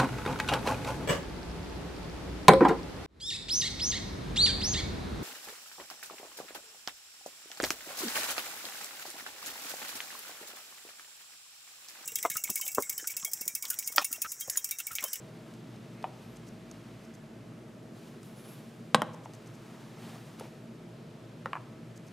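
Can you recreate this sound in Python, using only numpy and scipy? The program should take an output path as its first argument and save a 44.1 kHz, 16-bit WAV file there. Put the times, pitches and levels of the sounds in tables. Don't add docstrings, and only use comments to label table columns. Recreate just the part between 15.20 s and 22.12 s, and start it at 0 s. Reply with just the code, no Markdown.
import sys
import numpy as np
from scipy import signal
from scipy.fft import rfft, irfft
from scipy.io import wavfile
from scipy.ndimage import uniform_filter1d

SR = 44100
rng = np.random.default_rng(int(sys.argv[2]) if len(sys.argv) > 2 else 0)


def master_out(mix):
    frames = np.transpose(np.atleast_2d(mix))
    ceiling = np.clip(frames, -1, 1)
    pcm = np.round(ceiling * 32767).astype(np.int16)
    wavfile.write(sys.argv[1], SR, pcm)


def voltage_ratio(level):
    return 10 ** (np.asarray(level, float) / 20)


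N = 305172
HZ = np.fft.rfftfreq(N, 1 / SR) + 1e-3

# frequency in Hz, level in dB.
AIR_COLOUR = [(20, -46), (49, -19.5), (84, -36), (110, -2), (228, -7), (400, -10.5), (900, -22),
              (1500, -24.5), (2600, -27.5), (4500, -33), (8000, -38), (12000, -44), (14500, -48),
              (16000, -62)]
AIR_DB = -48
DRIFT_DB, STEADY_ABOVE_HZ = 0.8, 3000
# centre in Hz, width in Hz, lift in dB.
ROOM_MODES = [(118.6, 15, 2.5), (162.7, 29, 5.5), (226.5, 11, 12.5), (336.4, 31, 5.5), (435, 13, 4.5),
              (636, 25.4, 9), (1300, 7.2, 8.5)]
# frequency in Hz, side minus mid in dB.
AIR_WIDTH = [(25, -13), (60, -18), (110, -24), (200, -22.5), (380, -12), (700, -8), (1290, -6.5),
             (2380, -9), (4400, -10), (8120, -11.5), (15000, -11.5)]
# frequency in Hz, level in dB rms.
MAINS = [
    (59, -77),
    (120, -61),
]
# time in seconds, gain in dB.
HUM_SWELL = [
    (.8, 0),
    (1.15, 10),
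    (2.1, 4),
    (2.9, 3),
    (3.4, -13),
    (4.4, 1.5),
]
# centre in Hz, 60 dB decay time in seconds, level in dB.
ROOM_TAIL = [(216, 0.57, -28.5), (480, 0.83, -33.5), (1080, 0.29, -29.5), (2120, 0.64, -30.5),
             (4500, 0.67, -49.5), (9000, 0.24, -25)]

# start in seconds, level in dB, length in ms.
LENS_TWITCHES = [(.33, -70, 22), (1.158, -58, 14), (1.268, -60, 22), (1.836, -64.5, 18), (1.937, -60.5, 18),
                 (3.931, -59.5, 17), (4.035, -61.5, 22), (4.138, -59.5, 15), (4.26, -62, 17.7),
                 (4.338, -62.5, 19), (6.758, -59, 21), (6.866, -62.5, 20)]
# centre in Hz, width in Hz, level in dB.
LENS_BODY = [(5000, 380, -2), (6300, 900, 2.5), (7800, 740, -2), (10800, 1800, -5)]

# start in seconds, hold in seconds, level in dB, body in dB, sheen in dB.
ARM_MOVES = [(0, 0.37, -69, 5.5, -15), (0.51, 0.38, -70, 5.5, -19), (0.982, 0.33, -69.5, 4.5, -25),
             (1.508, 0.34, -69, 6, -25), (2.768, 0.13, -65.5, 0, -8), (3.044, .05, -66.5, -5, 0),
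             (3.198, .18, -64.5, 4, -3), (3.45, .15, -74, 0, -4), (4.104, 0.22, -70, 5.5, -13),
             (4.43, 0.3, -67, 8, -12), (4.821, 0.095, -60.5, 6.5, -9), (4.94, 0.2, -64, 4.5, -10),
             (5.196, 0.015, -59.5, 4.5, -20), (5.25, 0.1, -70, 7.5, -13), (6.85, .1, -74, 2, -12)]
BRUSH_ATTACK, BRUSH_RELEASE = 0.19, 0.31
BRUSH_ONSET_S, BRUSH_FADE_S = 0.012, 0.054
# start in seconds, hold in
# seconds, level in dB, start pitch in Hz, end pitch in Hz.
SQUEAKS = [
    (0.779, 0.036, -61.5, 2150, 2230),
    (1.024, 0.14, -73.5, 11400, 11800),
    (3.07, .03, -78, 11500, 11700),
    (3.172, 0.06, -65, 10500, 11000),
    (3.25, .03, -63, 10600, 10400),
    (3.293, .05, -61, 11200, 11400),
    (3.37, .04, -76, 10600, 10500),
    (4.84, .02, -60, 2980, 3430),
    (4.947, .015, -54, 879, 920),
    (5.245, .015, -62, 2260, 2280),
]
SQUEAK_ATTACK_S, SQUEAK_RELEASE_S = 0.015, 0.012

# start in seconds, peak in dB, centre in Hz.
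TICKS = [
    (.338, -51.5, 5600),
    (.56, -55, 5000),
    (0.8268, -48, 2600),
    (1.513, -44, 6600),
    (3.031, -49, 6950),
    (4.1355, -47, 5760),
    (5.197, -40, 10200),
]

# start in seconds, peak in dB, treble in dB, push in ms.
CHAIR = [
    (5.2093, -31.5, -27, 0.25),
    (5.221, -39, -22, 0.4),
    (5.255, -41.5, -22, .4),
]
# centre in Hz, width in Hz, level in dB.
CHAIR_MODES = [(503, 150, 5), (696, 300, 0), (880, 110, -6), (1600, 200, -11), (2300, 200, -13),
               (3170, 250, -16)]
# start in seconds, peak in dB, treble in dB, push in ms.
LIFT_FAR = [
    (.8417, -20, -36, 0.39),
    (.8485, -40, -40, 0.41),
    (.8525, -34, -40, 0.41),
    (.937, -48, -38, 0.37),
    (.959, -58, -22, .4),
]
# centre in Hz, width in Hz, level in dB.
FAR_MODES = [(770, 110, 2), (920, 280, 0), (1220, 370, -17), (1900, 260, -13), (2470, 140, -7.5),
             (2960, 220, -9.5), (3340, 180, -13)]
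# start in seconds, peak in dB, treble in dB, push in ms.
GRASP = [
    (6.2585, -19.5, -30.5, 0.37),
    (6.2645, -42, -22, .2),
    (6.271, -39, -30, .4),
]
# centre in Hz, width in Hz, level in dB.
GRASP_MODES = [(520, 100, 2), (880, 140, -7), (1310, 240, 2.5), (1780, 240, -6.5), (2800, 310, -15),
               (3750, 280, -11), (5600, 600, -22)]
# start in seconds, peak in dB, treble in dB, push in ms.
LIFT_NEAR = [(6.3319, -19.5, -31, 0.31), (6.3335, -28, -30, 0.55), (6.3405, -37, -38, 0.38),
             (6.3435, -41, -38, .35), (6.3537, -25.5, -31, 0.56), (6.3605, -33, -36, 0.65),
             (6.3635, -32, -30, 0.6), (6.366, -35, -30, 0.48), (6.3695, -33, -36, 0.51),
             (6.3725, -41, -36, 0.53), (6.377, -39, -34, 0.59)]
# centre in Hz, width in Hz, level in dB.
NEAR_MODES = [(1040, 240, 3), (1270, 290, -4), (1730, 430, -5), (2460, 480, -3), (2780, 290, -11),
              (4750, 700, -10)]
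# start in seconds, peak in dB, treble in dB, push in ms.
SETTLE = [
    (3.945, -38.5, -22, 0.3),
    (4.058, -33, -32, 0.26),
    (5.511, -57, -18, 0.4),
]
# centre in Hz, width in Hz, level in dB.
SETTLE_MODES = [(730, 130, -1), (910, 120, 7), (1170, 180, -14), (2000, 450, -13), (2600, 300, -14)]
# start in seconds, peak in dB, treble in dB, push in ms.
REBOUND = [
    (3.8192, -13, -14.5, 0.21),
    (3.8235, -30, -28, .5),
    (3.829, -26, -28, 0.64),
]
# centre in Hz, width in Hz, level in dB.
REBOUND_MODES = [(490, 81, -22), (626, 47, -3), (875, 220, 1), (1100, 110, 2.5), (1360, 300, 0.5),
                 (1860, 140, -1.5), (3120, 210, -1.5), (3680, 180, -24), (5200, 220, -9), (5600, 250, -11),
                 (7900, 400, -19)]
# start in seconds, peak in dB, treble in dB, push in ms.
SET_DOWN = [
    (3.746, -2, -24, 0.22),
    (3.7478, -12, -12, 0.18),
    (3.7498, -16.5, -39, 0.27),
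    (3.752, -16, -31, 1),
    (3.757, -22.5, -20, 0.29),
]
# centre in Hz, width in Hz, level in dB.
SET_MODES = [(617, 84, -9), (830, 210, -18), (1110, 310, 2), (1570, 190, -3.5), (1956, 67, -4.5),
             (2490, 630, -17.5), (3240, 340, -11), (4000, 860, -7.5), (5300, 630, -11.5), (6130, 450, -24),
             (8530, 700, 6.5), (9100, 700, -35), (10600, 1200, -19)]
# centre in Hz, width in Hz, level in dB.
BOX_MODES = [(135, 12, -4), (162, 2.7, 12.5), (187, 28, 1), (216.5, 15, 8), (237, 59, 5.5), (310, 42, -13),
             (482, 48, -6), (600, 15, -18), (730, 90, -13)]


def unit(x):
    return x / np.sqrt(np.mean(x ** 2) + 1e-30)


def on_log(table):
    hz, db = np.transpose(table)
    return np.interp(np.log(HZ), np.log(hz), db)


def hiss(hz, width_hz, size=N):
    b, a = signal.iirpeak(min(hz, 18000), hz / width_hz, SR)
    return unit(signal.lfilter(b, a, rng.standard_normal(size)))


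def smooth_twice(x, size):
    return uniform_filter1d(uniform_filter1d(x, size), size)


def walk(rate):
    held = int(SR / rate)
    levels = np.repeat(rng.standard_normal(N // held + 1), held)
    return 1.66 * smooth_twice(levels, held)[:N]


def add(track, s, sound):
    i = int(s * SR)
    track[i:i + len(sound)] += sound[:N - i]


def highpass(x, hz):
    return signal.sosfilt(signal.butter(4, hz, "high", fs=SR, output="sos"), x)


def stroke(t, s, hold, attack, release):
    return np.exp(np.minimum((t - s) / attack, 0) - np.maximum((t - s - hold) / release, 0))


def air():
    lift = sum((voltage_ratio(db) ** 2 - 1) / (1 + (2 * (HZ - f) / w) ** 2) for f, w, db in ROOM_MODES)
    colour = voltage_ratio(on_log(AIR_COLOUR)) * np.sqrt(1 + lift)
    mid, side = rfft(rng.standard_normal((2, N))) * colour
    spectra = np.array([mid, side * voltage_ratio(on_log(AIR_WIDTH))])
    out = 0
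    for hz in 30 * 2.0 ** np.arange(10):
        band = np.cos(np.pi / 2 * np.clip(np.log2(HZ / hz), -1, 1)) ** 2
        drift = voltage_ratio(DRIFT_DB / (1 + hz / STEADY_ABOVE_HZ) * walk(2.774))
        out = out + drift * irfft(spectra * band, N)
    out = out * voltage_ratio(AIR_DB) / np.sqrt(np.mean(out[0] ** 2))
    t = np.arange(N) / SR
    deep, harmonic = [np.sqrt(2) * voltage_ratio(db + walk(4.0)) * np.sin(2 * np.pi * f * t) for f, db in MAINS]
    swell = voltage_ratio(np.interp(t, *np.transpose(HUM_SWELL)))
    out[0] += deep * swell + harmonic
    return out


def room(x):
    t = np.arange(SR) / SR
    rise = np.clip((t - 0.006) / 0.017, 0, 1)
    wet = []
    for _ in range(2):
        tail = sum(voltage_ratio(db) * hiss(f, f, size=SR) * voltage_ratio(-60 * t / t60) for f, t60, db in ROOM_TAIL)
        wet.append(signal.fftconvolve(x, tail * rise / 30)[:N])
    return np.array(wet) * voltage_ratio(np.array([[0], [-12]]))


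def lens():
    gate = np.zeros(N)
    for s, db, ms in LENS_TWITCHES:
        run = np.linspace(0, 1, int(ms * SR / 1000))
        add(gate, s, voltage_ratio(db) * (0.7 + 1.0 * run ** 6))
    gate = uniform_filter1d(gate, size=40)
    buzz = unit(sum(voltage_ratio(db) * hiss(f, w) for f, w, db in LENS_BODY))
    return gate * highpass(buzz, 3900)


def brushing(t):
    power = np.zeros((3, N))
    for s, hold, db, body_db, sheen_db in ARM_MOVES:
        attack = BRUSH_ONSET_S + BRUSH_ATTACK * hold
        release = BRUSH_FADE_S + BRUSH_RELEASE * hold
        levels = voltage_ratio(db + np.array([[0], [body_db], [sheen_db]]))
        power += (levels * stroke(t, s, hold, attack, release)) ** 2
    fibre, body, sheen = np.sqrt(power)
    cloth = fibre * (hiss(3040, 3000) + 0.22 * hiss(5500, 5000))
    cloth = cloth + body * hiss(670, 740) + sheen * hiss(10500, 6000)
    return voltage_ratio(0.92 * walk(60)) * cloth


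def squeaks(t):
    out = np.zeros(N)
    wobble = np.array([smooth_twice(noise, 34) for noise in rng.standard_normal((2, N))])
    wobble = wobble / wobble.std()
    for s, hold, db, start_hz, end_hz in SQUEAKS:
        phase = 2 * np.pi * np.cumsum(np.interp(t, [s, s + hold], [start_hz, end_hz])) / SR
        tone = wobble[0] * np.cos(phase) + wobble[1] * np.sin(phase)
        out += voltage_ratio(db - 1.0) * stroke(t, s, hold, SQUEAK_ATTACK_S, SQUEAK_RELEASE_S) * tone
    return out


def sleeves():
    t = np.arange(N) / SR
    return brushing(t) + squeaks(t)


def ticks():
    track, t = np.zeros(N), np.arange(SR // 50) / SR
    for s, db, hz in TICKS:
        click = hiss(hz, 2300, size=len(t)) + 0.53 * hiss(3100, 6600, size=len(t))
        knock = voltage_ratio(-6) * np.sin(2 * np.pi * 1300 * t) * t / 0.00092
        add(track, s, voltage_ratio(db) * (click + knock) * np.exp(-t / 0.0018))
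    return track


def ring(modes, seconds):
    t = np.arange(int(seconds * SR)) / SR
    out = sum(voltage_ratio(db) * w * np.exp(-np.pi * w * t) * np.sin(2 * np.pi * f * t) for f, w, db in modes)
    return out / np.abs(out).max()


def contacts(hits, modes, lowest_hz, box_db, scatter_db, crack_db):
    track, t = np.zeros(N), np.arange(SR // 20) / SR
    box = ring(BOX_MODES, 0.5)
    box = box * (1 - np.exp(-np.arange(len(box)) / SR / 0.00053))
    body = highpass(ring(modes, 0.5), lowest_hz) + voltage_ratio(box_db) * box
    crack_decay = np.exp(-t / 0.0012) + 0.063 * np.exp(-t / 0.0054)
    for s, db, treble_db, push_ms in hits:
        push = np.hanning(max(int(push_ms * SR / 1000), 1) + 2)
        knock = np.convolve(body, push)[:len(body)]
        knock /= np.abs(knock).max()
        sparse = rng.standard_normal(len(t)) * (rng.random(len(t)) < 0.1)
        echoes = voltage_ratio(scatter_db) * sparse * np.exp(-t / 0.0075) * (t > 0.002)
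        echoes[0] = 1
        add(track, s, voltage_ratio(db) * signal.fftconvolve(knock, echoes))
        crack = hiss(7300, 9100, size=len(t)) * crack_decay
        add(track, s, voltage_ratio(db + treble_db + crack_db) * crack)
    return track


def board():
    hits = ticks() + contacts(CHAIR, CHAIR_MODES, 430, -34, -14.0, -6)
    hits += contacts(LIFT_FAR, FAR_MODES, 620, -36, -17.5, 2)
    hits += contacts(GRASP, GRASP_MODES, 580, -40, -17, 2.5)
    hits += contacts(LIFT_NEAR, NEAR_MODES, 870, -49, -17, -1)
    hits += contacts(SETTLE, SETTLE_MODES, 590, -30, -18, -2)
    hits += contacts(REBOUND, REBOUND_MODES, 400, -18, -20.5, -2)
    hits += contacts(SET_DOWN, SET_MODES, 533, -27.5, -17.0, 2.3)
    return signal.sosfilt(signal.butter(2, 11500, fs=SR, output="sos"), hits)


def scene():
    hits = board()
    near = highpass(hits, 120) + lens() + sleeves()
    mid, side = air() + highpass(room(hits), 90)
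    side = side + voltage_ratio(-16.5) * np.gradient(near) + voltage_ratio(-37.0) * (mid + near)
    return np.array([mid + near + side, mid + near - side])


def low_pass(x):
    return signal.sosfilt(signal.butter(12, 16510, fs=SR, output="sos"), x)


def record(dry):
    top = signal.butter(12, 15300, fs=SR, output="sos")
    mix = signal.sosfilt(top, dry)
    return low_pass(mix)


dry = scene()
out = record(dry)
master_out(out)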